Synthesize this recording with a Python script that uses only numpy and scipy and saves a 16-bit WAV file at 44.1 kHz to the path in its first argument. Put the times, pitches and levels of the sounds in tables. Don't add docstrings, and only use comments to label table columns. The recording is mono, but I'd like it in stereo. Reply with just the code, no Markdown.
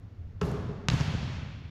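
import sys
import numpy as np
from scipy import signal
from scipy.fft import rfft, irfft, next_fast_len
from scipy.io import wavfile

SR = 44100
rng = np.random.default_rng(int(sys.argv[2]) if len(sys.argv) > 2 else 0)


def generate_wav(signal):
    frames = np.transpose(np.atleast_2d(signal))
    scaled = np.clip(frames, -1, 1) * 32767
    pcm = np.round(scaled).astype(np.int16)
    wavfile.write(sys.argv[1], SR, pcm)


def to_linear_factor(level_db):
    exponent = np.asarray(level_db, float) / 20
    return 10 ** exponent


N = 74970
T = np.arange(N) / SR
BOARD_S, BOARD_DB = .4128, -29
SLAP_S, SLAP_DB = .8856, -7.5
SPLIT_HZ = 414


def at_hz(points, hz):
    f, value = np.transpose(points)
    return np.interp(np.log(hz), np.log(f), value)


def rms_one(x):
    return x / np.sqrt(np.mean(x ** 2) + 1e-20)


def ring(x, hz, t60):
    r, w = to_linear_factor(-60 / (t60 * SR)), 2 * np.pi * hz / SR
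    return signal.lfilter([0, np.sin(w)], [1, -2 * r * np.cos(w), r * r], x + 1e-18)


def butter(x, hz, kind):
    return signal.sosfilt(signal.butter(2, hz, kind, fs=SR, output="sos"), x + 1e-18)


def clicks(s, db):
    out = np.zeros(N)
    np.add.at(out, np.round(np.multiply(s, SR)).astype(int), to_linear_factor(db))
    return out


def dying(start, t60):
    return (T >= start) * to_linear_factor(-60 * np.maximum(T - start, 0) / t60)


def puff(band_hz, start, t60, db):
    return butter(rng.standard_normal(N), band_hz, "band") * dying(start, t60) * to_linear_factor(db)


def build(start):
    build_s = .015
    return 1 - np.exp(-np.maximum(T - start, 0) / build_s)


def band_levels(colour, db, edges, mids):
    level = to_linear_factor(at_hz(colour, mids))
    power = np.sum(level ** 2 * np.diff(edges)) * 2 / SR
    return to_linear_factor(db) * level / np.sqrt(power)


def tail(level, start, t60, bloom_share):
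    bloom_s = .46
    bloom = to_linear_factor(60 * bloom_share * np.clip(T - start, 0, bloom_s) / t60)
    return level * dying(start, t60) * bloom * build(start)


# f/Hz, level/dB (per Hz)
HUM_COLOUR = [(22, -5), (50, 3), (100, 4), (200, -9), (500, -22.5), (2000, -31.5), (6000, -46), (9000, -54)]
# f/Hz, level/dB (per Hz)
BOARD_TAIL_COLOUR = [(45, -24), (75, -1), (160, 1.5), (300, -10), (1300, -16), (2200, -28), (7000, -36.5),
                     (12000, -35)]
# f/Hz, level/dB (per Hz)
SLAP_TAIL_COLOUR = [(45, -13), (80, 0), (160, -3), (330, -18), (1000, -17), (3000, -20), (6500, -29),
                    (12000, -39)]
# f/Hz, t60/s
HALL_DECAY = [(60, 2.5), (160, 2.25), (420, 1.38), (1100, 1.63), (2900, 1.83), (6000, 1.17), (9000, 0.73),
              (13000, 0.5)]
# f/Hz, correlation/1
STEREO_LIKENESS = [(60, .99), (250, .92), (500, .55), (1000, -.15), (4000, -.1), (12000, .1)]


def hall():
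    hum_db, board_tail_db, slap_tail_db, patchy_db = -48, -32, -32, -.5
    edges = 22 * 2 ** (np.arange(29) / 3)
    mids = np.sqrt(edges[1:] * edges[:-1])
    hum = band_levels(HUM_COLOUR, hum_db, edges, mids)
    board = band_levels(BOARD_TAIL_COLOUR, board_tail_db, edges, mids)
    floor = band_levels(SLAP_TAIL_COLOUR, slap_tail_db, edges, mids)
    settle = 8000
    white = rng.standard_normal((2, 2, N + settle))
    out = np.zeros((2, N))
    for k, hz in enumerate(mids):
        mid, side = butter(white[k % 2], edges[k:k + 2], "band")[:, settle:]
        t60 = at_hz(HALL_DECAY, hz)
        board_tail = tail(board[k], BOARD_S, t60, .1)
        slap_tail = tail(floor[k], SLAP_S, t60, .45)
        level = np.sqrt(hum[k] ** 2 + board_tail ** 2 + slap_tail ** 2)
        patch = np.interp(T, np.arange(40) / 20, rng.standard_normal(40))
        alike = np.clip(at_hz(STEREO_LIKENESS, hz), -1, 1)
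        pair = np.sqrt((1 + alike) / 2) * mid + np.sqrt((1 - alike) / 2) * side * [[1], [-1]]
        out += level * to_linear_factor(patchy_db * patch) * pair
    return out


def whine():
    return to_linear_factor(-83) * np.sin(2 * np.pi * 12950 * T)


# t/s, level/dB, f/Hz (boom), t60/s
FOOTFALLS = [
    (.188, -36.5, 81.6, 0.66),
    (0.227, -46, 93, .2),
    (0.268, -33.5, 85, 0.3),
    (.355, -35.5, 89.5, 0.53),
]


def steps():
    booms = [ring(clicks([s], [db]), hz, t60) for s, db, hz, t60 in FOOTFALLS]
    return sum(butter(boom, 160, "low") for boom in booms)


# t/s (delay), bass level/dB, treble level/dB, pan/dB (L-R)
BOARD_RETURNS = [(.0155, -4, -6, 0), (.024, -10, -16, 0), (.034, -12, -22, 0), (.058, -3, -13, 0),
                 (.066, -8, -13, 0), (.103, -7, -20, 0), (.125, -6, -22, 0), (.16, -5, -26, 0),
                 (.275, -9, -34, 0), (.41, -16, -40, 0)]
# t/s (delay), bass level/dB, treble level/dB, pan/dB (L-R)
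ROOF_RETURN = (.0153, -18, -4, -2)
# t/s (delay), bass level/dB, treble level/dB, pan/dB (L-R)
SLAP_RETURNS = [(.0027, -52, -18.5, -20), (.022, -25, -21.5, -5), (.030, -4, -25, -16),
                (0.0478, 1.5, -15, 2.5), (.055, 1, -12, -4), (0.102, -20, -27, -8), (.116, -2.5, -9.5, 10),
                (.1235, 2, -10, -9.5), (0.192, -4.5, -24, -3), (0.252, -4.5, -40, -9),
                (.262, -1.5, -37, -4), (.342, -5, -42, 5), (.412, -8, -48, 0), (.497, -10, -55, 0),
                (0.543, -8.5, -51, -3)]


def echoes(x, table):
    rumble_cut_hz, wall_hz = 78.6, 7800
    scatter_s, scatter_db, mirror_s = .004, -20, .03
    x = butter(x, rumble_cut_hz, "high")
    low = butter(x, SPLIT_HZ, "low")
    high = butter(butter(x, SPLIT_HZ, "high"), wall_hz, "low")
    out = np.array([x, x])
    for late, bass_db, treble_db, pan_db in table:
        ribs = to_linear_factor(scatter_db) * rng.standard_normal((2, 400)) * np.exp(-T[:400] / scatter_s * 3)
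        ribs[:, 0] = np.exp(-late / mirror_s)
        scattered = signal.fftconvolve(high[None], ribs, axes=1)[:, :N]
        side_db = treble_db + np.array([[.5], [-.5]]) * pan_db
        back = to_linear_factor(bass_db) * low + to_linear_factor(side_db) * scattered
        k = int(late * SR)
        out[:, k:] += back[:, :N - k]
    return out


def panel_hum():
    hz, width_hz, db, t60 = 403, 42, -45, 2.2
    tone = rms_one(ring(rng.standard_normal(N), hz, 2.3 / width_hz))
    return tone * to_linear_factor(db) * dying(BOARD_S, t60) * build(BOARD_S)


# t/s, level/dB
LATE_TICKS = [
    (0.4532, -37.5),
    (.460, -41),
    (.468, -44),
    (.5155, -37.5),
]


def rim_ticks():
    bursts = sum(to_linear_factor(db) * dying(s, .008) for s, db in LATE_TICKS)
    return butter(rng.standard_normal((2, N)), 6000, "high") * bursts


# t/s (delay), level/dB
RIM_TOUCHES = [
    (0, -12.5),
    (.0008, -16),
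    (.0017, -8),
    (.0026, -2),
    (.0033, 0),
    (.004, -8),
    (.0075, -8),
    (0.01, -7),
]
# f/Hz, level/dB, t60/s
BOARD_MODES = [(73.6, -8.5, 0.29), (162, -2.5, 0.093), (185, -10, 0.033), (411.9, -3, 0.13),
               (734, -13, 0.0093), (1092, -19.5, 0.041), (1233, -18, 0.051), (1330, -20.5, 0.086),
               (1660, -11.5, 0.0067), (2660, -12, 0.0048)]


def backboard():
    contact_hz, flex_s, flex_db, flex_soft_hz = 7000, .00401, 8.5, 500
    late, db = np.transpose(RIM_TOUCHES)
    signs = rng.choice([-1, 1], N)
    touch = butter(clicks(BOARD_S + late, BOARD_DB + db) * 2.9 * signs, contact_hz, "low")
    body = np.zeros(N)
    for hz, mode_db, t60 in BOARD_MODES:
        if hz < SPLIT_HZ:
            flex = clicks([BOARD_S + flex_s], [BOARD_DB + flex_db + mode_db])
            push = -butter(flex, flex_soft_hz, "low")
        else:
            push = to_linear_factor(mode_db) * touch
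        body += ring(push, hz, t60)
    crack = to_linear_factor(1) * butter(touch, 940, "high")
    return body + crack + puff([900, 4000], BOARD_S + late[1], .025, BOARD_DB + 1)


# f/Hz, level/dB, t60/s
FLOOR_MODES = [(85, -20.5, 0.15), (139.3, -10.5, 0.054), (231, -24, 0.017), (935, -23, 0.026),
               (1250, -29, 0.03), (1560, -32, 0.03), (2854, -20.5, 0.016), (4070, -22.5, 0.0063),
               (6140, -31, 0.0014)]


def slap():
    crack_s, thump_s = SLAP_S - .0001, SLAP_S + .0015
    contact_hz = 5100
    crack = -butter(clicks([crack_s], [SLAP_DB]) * 3.6, contact_hz, "low")
    body = np.zeros(N)
    for hz, db, t60 in FLOOR_MODES:
        start = thump_s if hz < SPLIT_HZ else SLAP_S + .0001
        body += ring(clicks([start], [SLAP_DB + db]), hz, t60)
    air = puff([900, 7000], SLAP_S, .09, SLAP_DB - 47)
    first_touch = puff([700, 5000], SLAP_S - .0025, .012, SLAP_DB - 47)
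    return crack + body + air + first_touch


def scene():
    background = hall() + whine() + steps()
    board = echoes(backboard(), BOARD_RETURNS) + panel_hum() + rim_ticks()
    return background + board + echoes(slap(), [ROOF_RETURN] + SLAP_RETURNS)


def roll_off(x):
    return signal.sosfilt(signal.butter(12, 15500, fs=SR, output="sos"), x)


# f/Hz, level/dB (L-R)
PORT_BALANCE = [(60, -5.5), (300, -6), (1200, -5.5), (2500, -3), (5000, -9), (7500, -1.5), (9500, 9),
                (13000, 20.5)]
# f/Hz, level/dB
MICROPHONE_COLOUR = [(6500, 2), (7700, -2.5), (8500, -10), (10000, -7.5), (12200, -5.5), (13400, -17.5),
                     (15000, -24)]


def record(dry):
    size = next_fast_len(N + 4096)
    hz = np.maximum(np.arange(size // 2 + 1) * SR / size, 1)
    port = to_linear_factor(at_hz(PORT_BALANCE, hz) * [[.5], [-.5]])
    gain = 2 * port / port.sum(axis=0) * to_linear_factor(at_hz(MICROPHONE_COLOUR, hz))
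    padded = np.pad(dry, ((0, 0), (0, size - N)), "reflect")
    x = irfft(rfft(padded) * gain, size)[:, :N]
    x = x + to_linear_factor(-91) * rng.standard_normal(x.shape)
    x = x * np.sin(np.pi / 2 * np.clip((N / SR - T) / .005, 0, 1))
    return roll_off(x)


dry = scene()
out = record(dry)
generate_wav(out)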